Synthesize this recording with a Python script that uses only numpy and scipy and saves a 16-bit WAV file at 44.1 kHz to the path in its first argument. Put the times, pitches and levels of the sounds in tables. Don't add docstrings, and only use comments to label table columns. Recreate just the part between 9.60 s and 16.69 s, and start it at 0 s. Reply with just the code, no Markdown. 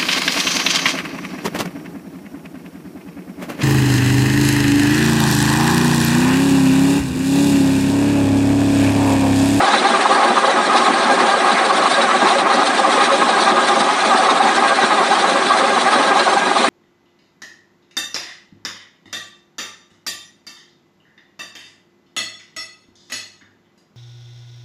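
import sys
import numpy as np
from scipy import signal
from scipy.fft import rfft, irfft, next_fast_len
from scipy.io import wavfile
from scipy.ndimage import uniform_filter1d, minimum_filter1d

SR = 44100
rng = np.random.default_rng(int(sys.argv[2]) if len(sys.argv) > 2 else 0)


def store_wav(level_fs):
    pcm = np.round(np.clip(np.atleast_2d(level_fs), -1, 1) * 32767)
    wavfile.write(sys.argv[1], SR, pcm.T.astype(np.int16))


N = 312669
TIME = np.arange(N) / SR
FLYER_HZ, BELT_HZ, TEETH_PER_TURN = 7.915, 2.754, 52


# phase/turns, level/dB, length/s, hardness/dB
GEAR_CHATTER = [(.05, 6.5, 0.027, 0.5), (.33, 4, 0.02, -1), (.66, 6, .019, 2.1), (.79, 4, 0.017, 3.5)]
# t/s, level/dB, length/s, hardness/dB
GEAR_KNOCKS = [(0.094, 7, 0.053, -0.5), (0.141, 12.5, 0.013, 2.5), (0.259, 11.5, .019, -.5),
               (0.35, 9.5, 0.015, 4.5), (0.46, 13.5, 0.013, 0), (0.641, 8.5, 0.03, -1.5),
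               (0.776, 8, 0.019, 6.5), (0.843, 5, .022, 6), (0.889, 9, 0.021, -3), (0.985, 8.5, 0.033, 1.5),
               (1.207, 7.5, 0.043, 0.5), (1.489, 11.5, 0.03, -2), (1.545, 5, 0.027, -2.5),
               (1.641, 9, 0.041, -1), (1.877, 8.5, .045, 0.5), (1.987, 8.5, 0.017, -1),
               (2.262, 10, 0.021, 1.5), (2.508, 8, 0.031, 4.5), (2.914, 9, .04, 1),
               (3.022, 10.5, 0.016, 1.5), (3.25, 13, 0.016, 2), (3.685, 8, 0.035, -1.5),
               (3.783, 10.5, 0.023, -0.5), (3.983, 7.5, 0.036, 4), (4.515, 8, .04, 1.5),
               (4.648, 8, .045, 1.5), (4.692, 13.5, 0.01, 4.5), (4.809, 15, .014, -2),
               (4.871, 9, 0.023, -4), (5.186, 12, 0.013, -1), (5.434, 9.5, 0.027, 0.5),
               (5.526, 11.5, 0.018, -5), (5.649, 11, 0.023, -0.5), (5.91, 13.5, .016, 5),
               (6.175, 10, .015, 2), (6.274, 8.5, .028, -0.5), (6.57, 9, 0.032, -0.5),
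               (6.673, 15, 0.011, 0.5), (6.77, 11.5, 0.012, -3), (6.915, 12.5, .007, -3),
               (6.968, 11.5, .014, 0), (7.049, 10.5, 0.013, 1)]
# f/Hz, level/dB
FRAME_RESPONSE = [(30, -69), (150, -38), (300, -17.5), (480, -3.5), (620, 2), (750, 0.5), (885, -6.5),
                  (970, 2.5), (1230, -1.5), (1350, -3.5), (1750, -1), (2300, -5), (2900, -11.5),
                  (10000, -39)]
# f/Hz, width/Hz, lift/dB
FRAME_RESONANCES = [(540, 29.6, 10), (676.5, 27, 11.5), (767, 65, 7), (801.3, 26, 5), (848, 14, 7),
                    (1079, 28.4, 7.5), (1143, 16, 7.5), (1261, 75, 3), (1240, 25, 0), (1473, 30, 8.5),
                    (1608, 22, 10), (1637, 20, 8), (1942, 27, 8), (2430, 78, 4.5)]
def gears(spill=0.11):
    mesh = teeth(slop=.27, spread_db=1)
    rebounds = ticks(per_s=4500, spread_db=3.5)
    blows = .85 * mesh + .65 * rebounds
    bursts = every_turn(GEAR_CHATTER, GEAR_KNOCKS, scatter_s=.009, spread_db=3) + GEAR_KNOCKS
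    soft = force([(s, db - hardness, length) for s, db, length, hardness in bursts], steady_db=-2) - 1
    hard = force([(s, db + hardness, length) for s, db, length, hardness in bursts], steady_db=-2) - 1
    knocks = band(blows * soft, 720, 950) + band(blows * hard, 950, 1340) + spill * blows * hard
    steady = blows + .3 * clinks(t60=.06, spread_db=10)
    loaded = (steady + knocks + panels(steady)) * belt(depth=.82)
    return amp(-15) * unit_rms(resonate(loaded, FRAME_RESPONSE, FRAME_RESONANCES))


def teeth(slop, spread_db):
    turns = FLYER_HZ * TIME
    imbalance = .2 * np.sin(2 * np.pi * turns)
    teeth_passed = turns * TEETH_PER_TURN + imbalance + slop * drift(hz=20) + .02 * drift(hz=404)
    hits = np.diff(np.floor(np.maximum.accumulate(teeth_passed)), prepend=0) > 0
    return unit_rms(hits * amp(spread_db * np.clip(rng.standard_normal(N), -2, 2)))


# low f/Hz, high f/Hz, swing/dB, level/dB
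FRAME_PANELS = [(450, 597, 5.5, 3.5), (1500, 1640, 5, -2), (1680, 2630, 3, -3)]
def panels(blows):
    change = np.zeros(N)
    for low_hz, high_hz, swing_db, db in FRAME_PANELS:
        uptake = amp(db + swing_db * np.clip(drift(hz=20), -2, 1.7))
        change += band(blows * (uptake - 1), low_hz, high_hz)
    return change


# phase/laps, level/dB at depth 1
BELT_LAP = [(.05, -0.25), (.25, 0.46), (.35, 0.5), (.45, 1.65), (.6, -1), (.7, 1.34), (.85, -1), (.95, 0.1)]
def belt(depth):
    return amp(depth * np.interp(BELT_HZ * TIME, *np.transpose(BELT_LAP), period=1))


# phase/turns, level/dB, length/s
FLYER_BUMPS = [(.22, -2.5, 0.012), (.5, 1.5, 0.075)]
# t/s, level/dB
DRIVE_THUMPS = [(.05, 4.5), (.392, 5.5), (1.076, 4), (1.541, 2.5), (2.64, 11), (2.988, 5), (3.187, 8.5),
                (4.469, 7), (5.239, 6.5), (6.399, 9), (6.51, 8), (6.61, 8.5), (6.888, 10)]
# f/Hz, level/dB
STAND_RESPONSE = [(30, -75), (60, -50.5), (100, -35), (140, -20.5), (190, -5.5), (240, -7.5), (400, -1),
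                  (480, -7.5), (620, -4.5), (900, -1.5), (2000, -13), (5000, -59.5)]
# f/Hz, width/Hz, lift/dB (sign ignored)
STAND_RESONANCES = [(210.4, 13.3, 6), (240, 28, 11), (293, 34, 7), (367, 27, 8.5), (405, 7.3, -6)]
def drive(thump_s=.028):
    bumps = every_turn(FLYER_BUMPS, DRIVE_THUMPS, scatter_s=.019, spread_db=2.5)
    thumps = [(s, db, thump_s) for s, db in DRIVE_THUMPS]
    drone = ticks(per_s=1600, spread_db=1.5)
    blows = drone * force(bumps + thumps, steady_db=2.5) * amp(1.67 * drift(hz=22))
    return amp(-21.5) * unit_rms(resonate(blows, STAND_RESPONSE, STAND_RESONANCES))


# f/Hz, level/dB
PARTS_RESPONSE = [(200, -40.5), (1200, 7), (2200, -1.5), (2900, -6), (3700, 3.5), (4200, 1.5), (4700, -5),
                  (5200, -9), (7200, -22), (9500, -11), (10500, -31)]
# f/Hz, width/Hz, lift/dB
PARTS_RESONANCES = [(3225, 70, 2.5), (3475, 50, 3), (3940, 80, 4.5), (4625, 50, 2.5), (5475, 70, 4),
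                    (5855, 45, 4)]
def loose_parts(shake):
    grit = ticks(per_s=4000, spread_db=2.5) + .8 * clinks(t60=.07, spread_db=9)
    return amp(-24.5) * unit_rms(resonate(grit * shake, PARTS_RESPONSE, PARTS_RESONANCES))


# phase/turns, level/dB, length/s
PARTS_RATTLE = [(.19, -2.5, 0.017), (.35, 0, 0.027), (.69, -3, 0.032), (.99, -3, 0.029)]
# t/s, level/dB, length/s
PARTS_CLACKS = [(0.176, 3, 0.065), (0.419, 5, 0.021), (0.868, 2.5, 0.034), (1.18, 9.5, 0.024),
                (2.319, 6.5, 0.032), (2.428, 4.5, .027), (2.693, 4.5, 0.038), (3.074, 6.5, .022),
                (3.45, 4.5, 0.035), (3.827, 4.5, 0.041), (4.086, 7, 0.018), (4.206, 7, 0.02),
                (4.463, 3.5, 0.022), (4.58, 4.5, 0.023), (4.961, 5.5, .022), (5.088, 6.5, .018),
                (5.161, 2.5, .02), (5.245, 3, 0.045), (5.606, 3.5, 0.034), (5.869, 3, 0.022),
                (5.985, 4, 0.032), (6.214, 3.5, .04), (6.333, 5.5, .034), (6.601, 3, .026),
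                (6.735, 3.5, 0.015)]
def shaking():
    rattles = every_turn(PARTS_RATTLE, PARTS_CLACKS, scatter_s=.0058, spread_db=3)
    routine = force(rattles, steady_db=-6.5) * belt(depth=1.6)
    return np.hypot(routine, force(PARTS_CLACKS, steady_db=-21))


# f/Hz, level/dB
BEARING_RESPONSE = [(300, -40), (2000, 5.5), (3500, 5.5), (5200, -0.5), (6000, 2), (7200, -2), (8600, -1),
                    (9700, -4), (10150, -8.5), (10500, -24)]
# f/Hz, relative level/dB
BEARING_TONES = [(7236, -59), (7595, -52.5), (7753, -53), (8030, -55.5), (8389, -61.5), (8461, -48.5),
                 (8678, -52)]
def bearings(shake, shake_share=.47, waver_db=.2):
    swell = unit_rms(shake ** shake_share * amp(waver_db * drift(hz=10)))
    grit = ticks(per_s=7000, spread_db=3.5) + .75 * clinks(t60=.07, spread_db=10)
    hiss = unit_rms(resonate(grit, BEARING_RESPONSE))
    tones = sum(amp(db + 2.5 * drift(hz=7)) * np.sin(2 * np.pi * hz * TIME + .7 * drift(hz=4))
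                for hz, db in BEARING_TONES)
    return amp(-29) * swell * hiss + amp(4) * tones


# t/s, level/dB
TREBLE_SWELL = [(0, 0.5), (.7, -1.2), (2, -0.2), (3.6, 0.86), (5.2, 0.44), (6.2, .3), (7.09, 0.8)]
# t/s, level/dB, length/s
TREBLE_LULLS = [(2.12, -4, 0.021), (2.847, -6, 0.058), (3.933, -3, 0.061), (6.523, -3, 0.028),
                (6.87, -4, 0.11)]
def treble():
    dips = sum(db * bell(TIME - s, length) for s, db, length in TREBLE_LULLS)
    return amp(np.interp(TIME, *np.transpose(TREBLE_SWELL)) + dips)


def workshop(x, t60=.17, wet_db=-17):
    t = TIME[:SR // 2]
    tail = rng.standard_normal(len(t)) * amp(-60 * t / t60) * (t > .005)
    return x + amp(wet_db) * signal.oaconvolve(x, tail / np.linalg.norm(tail))[:N]


def every_turn(pattern, accents, scatter_s, spread_db, clear_s=.028):
    turns = range(int(TIME[-1] * FLYER_HZ) + 1)
    bursts = np.array([((turn + phase) / FLYER_HZ, *rest) for turn in turns for phase, *rest in pattern])
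    late, strong = np.clip(rng.standard_normal((len(bursts), 2)), -2, 1.2).T
    bursts[:, 0] += scatter_s * late
    bursts[:, 1] += spread_db * strong
    return [burst for burst in bursts if min(abs(burst[0] - s) for s, *_ in accents) > clear_s]


def force(bursts, steady_db):
    power = np.full(N, amp(steady_db) ** 2)
    for s, db, length in bursts:
        near = slice(*np.searchsorted(TIME, [s - 2 * length, s + 2 * length]))
        power[near] += amp(db) ** 2 * bell(TIME[near] - s, length)
    return np.sqrt(power)


def ticks(per_s, spread_db):
    hits = rng.random(N) < per_s / SR
    size = amp(spread_db * np.clip(rng.standard_normal(N), -2, 2))
    return unit_rms(hits * size * rng.choice([-1, 1], N))


def clinks(t60, spread_db, count=6500):
    t = TIME[:SR // 20]
    out, decay = np.zeros(N + len(t)), amp(-60 * t / t60)
    for when, pitch, size in rng.random((count, 3)):
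        at, hz = int(when * N), 1500 + 9000 * pitch
        out[at:at + len(t)] += amp(spread_db * size) * decay * np.sin(2 * np.pi * hz * t)
    return unit_rms(out[:N])


def resonate(x, broad, modes=(), size=8192):
    hz = np.fft.rfftfreq(size, 1 / SR)
    broad_hz, broad_db = np.transpose(broad)
    gain = amp(np.interp(np.log(hz + 1), np.log(broad_hz), broad_db))
    power_lift = 1
    for centre, width, db in modes:
        detuning = 2 * (hz - centre) / (width * np.pi / 2)
        power_lift += (amp(abs(db)) ** 2 - 1) / (1 + detuning ** 2) ** 2
    log_gain = np.log(gain * np.sqrt(power_lift))
    mirrored = np.concatenate([log_gain, log_gain[-2:0:-1]])
    spectrum = np.exp(np.conj(signal.hilbert(mirrored)))
    return signal.oaconvolve(x, np.fft.ifft(spectrum).real[:size // 2])[:N]


def drift(hz, step=16):
    size = next_fast_len(N // step + 2)
    f = np.fft.rfftfreq(size, step / SR)
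    slow = irfft(rfft(rng.standard_normal(size)) / (1 + (f / hz) ** 4), size)
    return unit_rms(np.interp(np.arange(N) / step, np.arange(size), slow))


def band(x, low_hz, high_hz):
    return signal.sosfiltfilt(signal.butter(3, [low_hz, high_hz], "band", fs=SR, output="sos"), x)


def bell(t, width):
    return .5 ** ((2 * t / width) ** 2)


def amp(db):
    return 10 ** (np.asarray(db) / 20)


def unit_rms(x):
    return x / np.sqrt(np.mean(x ** 2) + 1e-20)


def scene():
    shake = shaking()
    winder = gears() + drive() + treble() * (loose_parts(shake) + bearings(shake))
    return workshop(winder)[None]


def record(dry, ceiling=.95, edge_hz=10550):
    needed_gain = np.minimum(1, ceiling / (abs(dry) + 1e-9))
    held_gain = minimum_filter1d(needed_gain, size=801)
    gain = uniform_filter1d(uniform_filter1d(held_gain, size=401), size=401)
    low_pass = signal.firwin(511, edge_hz, window=("kaiser", 9), fs=SR)
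    return signal.oaconvolve(dry * gain, low_pass[None], "same")


dry = scene()
out = record(dry)
store_wav(out)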